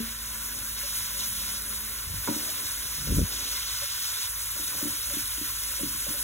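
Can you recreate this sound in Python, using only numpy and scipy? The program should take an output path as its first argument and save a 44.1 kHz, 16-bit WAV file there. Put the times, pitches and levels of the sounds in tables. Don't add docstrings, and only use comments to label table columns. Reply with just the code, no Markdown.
import sys
import numpy as np
from scipy import signal
from scipy.fft import rfft, irfft
from scipy.io import wavfile
from scipy.ndimage import uniform_filter1d

SR = 44100
rng = np.random.default_rng(int(sys.argv[2]) if len(sys.argv) > 2 else 0)


def log_audio(samples):
    frames = np.atleast_2d(samples).T
    limited = np.clip(frames, -1, 1)
    pcm = np.round(limited * 32767).astype(np.int16)
    wavfile.write(sys.argv[1], SR, pcm)


N = 274743
TIME = np.arange(N) / SR
BINS = np.fft.rfftfreq(N, 1 / SR)

FRYING_EDGES = [9900, 5260, 3100, 1650]
# f/Hz, relative level/dB
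SIZZLE_COLOUR = [(400, -30.5), (800, -18.5), (980, -8.5), (1200, -9.5), (1420, -4), (1850, -7.5),
                 (2500, -7), (3700, -2), (5000, -3), (6500, -0.5), (7500, -5), (8200, -1.5), (9500, .5),
                 (12000, -1), (15500, -3)]
SIZZLE_DB = -30.5
# f/Hz, width/Hz, boost/dB
PAN_RING = [(976, 13, 6.5), (1078, 97, 3.5), (1370, 38, 3.5), (1509, 32, 4.5), (1977, 22, 2.5),
            (2075, 23, 7), (3160, 13, 7.5), (3490, 34, 5), (3820, 69, 4.5), (5630, 220, 2), (6000, 93, 1)]
# t/s, relative level/dB
FIZZ_LEVEL = [(0, -3.5), (.2, -3.5), (.42, -1.5), (.8, -1), (1.35, .3), (2.05, -2.5), (2.35, 0.5),
              (3.3, -2), (4.8, 1.17), (6.23, 1)]
# start t/s, length/s, rise of the wet hiss/dB
PRESSES = [(0.747, 0.45, 3), (1.157, 0.082, 4.5), (1.242, 0.34, 3), (2.206, 0.34, 3.5), (2.554, 0.724, 2.5),
           (3.294, 0.95, 6.5), (4.373, 2.1, 3)]
PRESS_ATTACK_S, PRESS_RELEASE_S = 0.041, 0.044
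IDLE_HISS_DB = -4.5
BUBBLING_DB, BUBBLING_SHARE = -0.34, 0.39
# t/s, rise/dB
FLARES = [(.93, 3), (1.23, 2.5), (3.13, 4), (3.98, 1.5), (6.169, 2.5)]
FLARE_RISE_S, FLARE_FALL_S = 0.038, 0.055

# f/Hz, relative level/dB, time to fall 60 dB/s
PAN_MODES = [(123, 10, 0.18), (142, 7, 0.084), (230.5, 1, 0.13), (272, -1.5, 0.08), (292.5, 4.5, 0.089),
             (338, 0.5, 0.029), (427, -5, 0.073), (512, -7, 0.095), (567.7, 0, 0.1), (706, -9, 0.024),
             (760, -7, 0.027), (951, -1.5, 0.057), (1030, -8, 0.05), (1150, -14, 0.046), (1430, -3, 0.041),
             (1550, -5, 0.036), (2190, -3, 0.056)]
# t/s, peak level/dB (without room), centre f/Hz, width/octaves, ring time factor
TAPS = [(0, -27, 241, 0.038, 1.2), (.002, -37.5, 433, .11, 0.88), (2.274, -22.5, 1290, 0.48, 0.81),
        (2.275, -30.5, 410, 0.14, 0.88), (2.281, -22.5, 955, 0.14, 0.94), (2.284, -29.5, 570, 0.23, 0.86),
        (4.564, -40.5, 514, 0.26, 0.6), (4.814, -38, 538, 0.41, 0.96), (5.794, -38, 530, 0.27, .9),
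        (6.066, -35, 530, .22, 0.73)]
# t/s, peak level/dB (without room), centre f/Hz
THUDS = [(2.286, -20.5, 259), (2.309, -28, 278), (2.339, -40, 250), (2.362, -29.5, 332), (2.388, -45, 330),
         (4.596, -41, 300), (4.63, -45, 280), (4.826, -26.5, 287), (4.853, -27.5, 293), (4.87, -31.5, 300),
         (5.136, -38, 288), (5.167, -29.5, 285), (5.379, -39, 316), (5.412, -32, 281), (5.806, -35, 233),
         (5.831, -23.5, 283), (5.855, -33.5, 250), (5.873, -34, 300), (5.945, -40, 258), (6.078, -36, 218),
         (6.102, -33.5, 287)]
THUD_OCTAVES, THUD_RING = 0.31, 0.98
KNOCK_ROOM_DB = -12
# start t/s, length/s, level/dB
DRAGS = [(0, 3.57, -57.5), (2.24, 0.23, -52.5), (4.534, 1.52, -56.5)]
DRAG_ATTACK_S, DRAG_RELEASE_S = 0.031, 0.29
# start t/s, length/s, middle peak level/dB, middle f/Hz
SQUEAKS = [(0.829, .026, -45, 560), (1.14, .05, -50.5, 566), (1.24, .012, -50.5, 610),
           (2.482, 0.013, -40.5, 637), (3.815, 0.026, -41, 572), (5.103, 0.023, -41, 568),
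           (5.798, 0.018, -40.5, 562), (6.138, .027, -44.5, 570)]
SQUEAK_ATTACK_S, SQUEAK_RELEASE_S = 0.007, 0.013

# t/s, rms level/dB, upper edge f/Hz
GUSTS = [(2.0, -73, 80), (2.05, -48, 89), (2.09, -36.5, 62), (2.145, -39, 110), (2.22, -37, 65.4),
         (2.26, -71, 80), (2.9, -72, 80), (2.995, -44, 131), (3.07, -39, 220), (3.09, -29, 290),
         (3.12, -22.5, 260), (3.155, -28, 208), (3.18, -22.5, 270), (3.225, -22.5, 247), (3.25, -28, 110),
         (3.275, -58, 80), (3.3, -75, 80)]
# f/Hz, relative level/dB
GUST_COLOUR = [(25, -45), (40, -2.5), (74, 3), (120, -5.5), (160, 0.5), (210, -10.5), (300, -16),
               (600, -18.5), (1200, -46)]
GUST_EDGE_DB_PER_OCTAVE = 27
# t/s, level/dB (before a shared boost), centre f/Hz
EDDIES = [(2.144, -41, 230), (3.075, -32.5, 480), (3.124, -23.5, 354), (3.172, -18, 150), (3.185, -17, 268),
          (3.193, -25, 490), (3.218, -28, 385)]
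EDDY_CYCLES = 0.79

# middle f/Hz, rms level/dB
FAN_TONES = [(53.9, -49), (107.8, -66.5)]
# t/s, depth/dB
HUM_DIPS = [(2.428, 34), (4.07, 28), (4.95, 5)]
HUM_DIP_WIDTH_S = 0.17
# t/s, f/Hz, middle rms level/dB of its main tone
MOTOR_PATH = [(0, 228.8, -57), (.35, 224, -57.5), (.55, 229, -56.5), (.9, 223.4, -59), (1.25, 216.8, -61.5),
              (1.45, 216.4, -54.5), (1.62, 212.5, -56.5), (1.85, 215.3, -55), (2.05, 213.6, -65),
              (2.7, 219.8, -63), (3.2, 219, -75)]
MOTOR_HALF_DB = -9.5
DRONE_HZ, DRONE_DB = 179, -58.5
DRONE_START_S, DRONE_LENGTH_S, DRONE_ATTACK_S, DRONE_RELEASE_S = 0.56, 0.91, 0.83, 0.24
# f/Hz, relative level/dB
ROOM_COLOUR = [(20, -30), (36, -12), (50, -0.5), (72, 2.5), (86, -3.5), (105, 0.5), (150, -13.5),
               (290, -18), (390, -20), (420, -8), (450, -26), (570, -12), (660, -22), (900, -22.5)]
ROOM_DB = -48

# f/Hz, phase/rad
PORT_PHASE = [(0, 0), (50, -.22), (180, -.65), (350, -.8), (780, -1.4), (1030, -.3), (2700, .7),
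              (3790, 1.6), (4700, 3.14), (16000, 19.85)]
# f/Hz, level/dB
PORT_BALANCE = [(60, .5), (200, 2.5), (560, 3), (760, 0), (1000, -6), (1400, -3), (2600, -2.6), (3900, 0),
                (15000, 0)]
# f/Hz, likeness (0 to 1)
PORT_LIKENESS = [(100, 1), (400, 1), (750, 0.038), (1100, 1), (2400, 0.62), (4400, 1), (15000, 1)]
RUMBLE_CUT_HZ, EDGE_HZ = 23, 15800


def sizzle(pop_share, patchy_db, sputter_db):
    share = np.clip(pop_share, 0, 1)
    pops = bubbles(per_s=5000, spread_db=1.0, cycles=1.34)
    near = np.sqrt(share) * pops + np.sqrt(1 - share) * rng.standard_normal(N)
    pair = coloured(np.array([near, rng.standard_normal(N)]), SIZZLE_COLOUR)
    ring_db = sum(boost / (1 + (2 * (BINS - centre) / width) ** 2) for centre, width, boost in PAN_RING)
    pair = irfft(rfft(pair) * gain_of(ring_db), N)

    hz, t, tiles = signal.stft(pair, SR, nperseg=256, noverlap=192)
    layer_shapes = np.eye(3)[:, [0, 1, 1, 2]]
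    pitch, edges = -np.log(hz + 1), -np.log(FRYING_EDGES)
    reach = np.array([np.interp(pitch, edges, shape) for shape in layer_shapes])
    clumps = uniform_filter1d(rng.standard_normal(tiles.shape[1:]), size=12, axis=0)
    clumps = evened(uniform_filter1d(clumps, size=14, axis=1))
    tiles = tiles * gain_of(reach.T @ frying_levels(t) + patchy_db * clumps)
    pair = signal.istft(tiles, SR, nperseg=256, noverlap=192)[1][:, :N]
    pair = pair * gain_of(sputter_db * drift(rate_hz=9.9))
    return gain_of(SIZZLE_DB) * ports(*evened(pair))


def frying_levels(t):
    wet = IDLE_HISS_DB + sum(rise_db * held(t - s, length, PRESS_ATTACK_S, PRESS_RELEASE_S)
                             for s, length, rise_db in PRESSES)
    flares = sum(rise_db * held(t - s, FLARE_RISE_S, FLARE_RISE_S, FLARE_FALL_S) for s, rise_db in FLARES)
    fizz = np.interp(t, *np.transpose(FIZZ_LEVEL)) + flares
    return np.array([fizz, wet, BUBBLING_DB + BUBBLING_SHARE * wet])


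def bubbles(per_s, spread_db, cycles, count=24):
    out = np.zeros(N)
    t = TIME[:400]
    for hz in np.geomspace(1000, 15000, count):
        ping = np.sin(2 * np.pi * hz * t) * np.exp(-t * hz / cycles)
        share = np.sqrt(hz / SR) * 3 / count
        strength = gain_of(spread_db * np.minimum(rng.exponential(1, N), 5))
        pops = strength * (rng.random(N) < share * per_s / SR)
        out += np.sqrt(hz) * evened(signal.oaconvolve(pops, ping)[:N])
    return evened(out)


def knocks(rise_cycles, room_db, room_t60):
    out, t = np.zeros(N), TIME[:SR // 2]
    hz, db, t60 = np.transpose(PAN_MODES)[:, :, None]
    for s, peak_db, centre_hz, octaves, ring in blows():
        weight = gain_of(db) / (1 + (np.log2(hz / centre_hz) / octaves) ** 2)
        modes = weight * gain_of(-60 * t / (t60 * ring)) * np.sin(2 * np.pi * hz * t)
        rise = 1 - np.exp(-(t * centre_hz / rise_cycles) ** 2)
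        blow = modes.sum(0) * rise
        add(out, s, gain_of(peak_db) * blow / abs(blow).max())
    direct = out + gain_of(room_db) * reverberant(out, room_t60)
    return ports(direct, reverberant(out, room_t60))


def blows():
    return TAPS + [(s, db, hz, THUD_OCTAVES, THUD_RING) for s, db, hz in THUDS]


def rubbing(centre_hz, octaves, uneven_db):
    hz, db, t60 = np.transpose(PAN_MODES)[:, :, None]
    weight = gain_of(db) / (1 + (np.log2(hz / centre_hz) / octaves) ** 2)
    body = (weight / (1 + 1j * (BINS - hz) * t60 * np.pi / np.log(1000))).sum(0)
    murmur = evened(irfft(rfft(rng.standard_normal((2, N))) * body, N))
    force = sum(gain_of(db) * held(TIME - s, length, DRAG_ATTACK_S, DRAG_RELEASE_S)
                for s, length, db in DRAGS)
    return ports(*murmur * force * gain_of(uneven_db * drift(rate_hz=4.8)))


def squeaks(waver, uneven_db):
    out, t = np.zeros(N), TIME[:SR // 5]
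    slips = drift(rate_hz=65)[:len(SQUEAKS) * len(t)].reshape(-1, len(t))
    for (s, length, db, hz), slip in zip(SQUEAKS, slips):
        tone = np.sin(2 * np.pi * np.cumsum(hz * (1 + waver * slip)) / SR)
        envelope = held(t, length, SQUEAK_ATTACK_S, SQUEAK_RELEASE_S)
        add(out, s, tone * gain_of(db + uneven_db * slip) * envelope)
    return ports(out, np.zeros(N))


def gusts(level_db, flap_db):
    s, db, edge = np.transpose(GUSTS)
    edge_hz, rumble = np.interp(TIME, s, edge), np.zeros(N)
    turbulence = coloured(rng.standard_normal(N), GUST_COLOUR)
    for hz in np.geomspace(30, 1000, 8):
        band_filter = signal.butter(2, [hz / 1.3, hz * 1.3], "bandpass", fs=SR, output="sos")
        band = signal.sosfilt(band_filter, turbulence)
        octaves_above = np.maximum(np.log2(hz / edge_hz), 0)
        rumble += band * gain_of(-GUST_EDGE_DB_PER_OCTAVE * octaves_above)
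    power = uniform_filter1d(uniform_filter1d(rumble ** 2, size=900), size=900)
    rumble /= np.sqrt(power + 1e-12)
    out = rumble * gain_of(level_db + np.interp(TIME, s, db))

    t = TIME[:SR // 20] - 1 / 40
    for (at, peak_db, hz), turn in zip(EDDIES, rng.random(len(EDDIES))):
        flap = np.exp(-(t * hz / EDDY_CYCLES) ** 2) * np.sin(2 * np.pi * (hz * t + turn))
        add(out, at + t[0], gain_of(peak_db + flap_db) * flap)
    return ports(out, np.zeros(N))


def hum(waver_hz, flutter_db):
    turns = np.cumsum(1 + waver_hz / FAN_TONES[0][0] * drift(rate_hz=7.0)) / SR
    fan = sum(gain_of(db) * np.sin(2 * np.pi * hz * turns) for hz, db in FAN_TONES)
    fan *= gain_of(-sum(db * np.exp(-((TIME - s) / HUM_DIP_WIDTH_S) ** 2) for s, db in HUM_DIPS))

    s, pitch, level = np.transpose(MOTOR_PATH)
    angle = 2 * np.pi * np.cumsum(np.interp(TIME, s, pitch)) / SR
    motor = np.sin(angle) + gain_of(MOTOR_HALF_DB) * np.sin(angle / 2)
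    motor = motor * gain_of(np.interp(TIME, s, level) + flutter_db * drift(rate_hz=8.8))

    drone = gain_of(DRONE_DB) * np.sin(2 * np.pi * DRONE_HZ * TIME)
    drone = drone * held(TIME - DRONE_START_S, DRONE_LENGTH_S, DRONE_ATTACK_S, DRONE_RELEASE_S)
    air = gain_of(ROOM_DB) * coloured(rng.standard_normal((2, N)), ROOM_COLOUR)
    tones = np.sqrt(2) * (fan + motor + drone)
    return ports(tones + air[0], air[1])


def reverberant(x, t60):
    t = TIME[:SR // 2]
    tail = rng.standard_normal(len(t)) * gain_of(-60 * t / t60) * (t > 0.004)
    return signal.fftconvolve(x, tail / np.linalg.norm(tail))[:N]


def ports(direct, diffuse):
    same = np.clip(read(PORT_LIKENESS, BINS), 0, 1)
    shared = rfft(direct) * np.sqrt((1 + same) / 2)
    opposed = rfft(diffuse) * np.sqrt((1 - same) / 2)
    turn = np.exp(0.5j * np.interp(BINS, *np.transpose(PORT_PHASE)))
    lean = gain_of(read(PORT_BALANCE, BINS) / 2)
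    left, right = (shared + opposed) * turn * lean, (shared - opposed) / turn / lean
    return irfft(np.array([left, right]), N)


def held(t, length, attack_s, release_s):
    rise, fall = np.clip(t / attack_s, 0, 1), np.clip((t - length) / release_s, 0, 1)
    return (np.sin(np.pi / 2 * rise) * np.cos(np.pi / 2 * fall)) ** 2


def drift(rate_hz):
    return evened(irfft(rfft(rng.standard_normal(N)) / (1 + (BINS / rate_hz) ** 4), N))


def coloured(x, spectrum):
    return evened(irfft(rfft(x) * gain_of(read(spectrum, BINS)), N))


def read(points, hz):
    f, value = np.transpose(points)
    return np.interp(np.log(hz + 1), np.log(f + 1), value)


def evened(x):
    return x / np.sqrt(np.mean(x ** 2) + 1e-20)


def gain_of(db):
    return 10 ** (np.asarray(db) / 20)


def add(mix, s, sound):
    part = mix[max(round(s * SR), 0):][:len(sound)]
    part += sound[:len(part)]


def scene():
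    frying = sizzle(pop_share=0.17, patchy_db=1.15, sputter_db=0.5)
    spatula = knocks(rise_cycles=0.91, room_db=KNOCK_ROOM_DB, room_t60=0.36)
    spatula = spatula + rubbing(centre_hz=530, octaves=0.83, uneven_db=4.5)
    spatula = spatula + squeaks(waver=0.012, uneven_db=0.2)
    moving_air = gusts(level_db=0.0, flap_db=0.7)
    kitchen = hum(waver_hz=0.46, flutter_db=1.5)
    return frying + spatula + moving_air + kitchen


def record(dry):
    cut = irfft(rfft(dry) * (1 - 1 / (1 + (BINS / RUMBLE_CUT_HZ) ** 10)), N)
    treble_limit = signal.firwin(511, EDGE_HZ, window=("kaiser", 9), fs=SR)
    return signal.oaconvolve(cut, treble_limit[None], "same")


dry = scene()
out = record(dry)
log_audio(out)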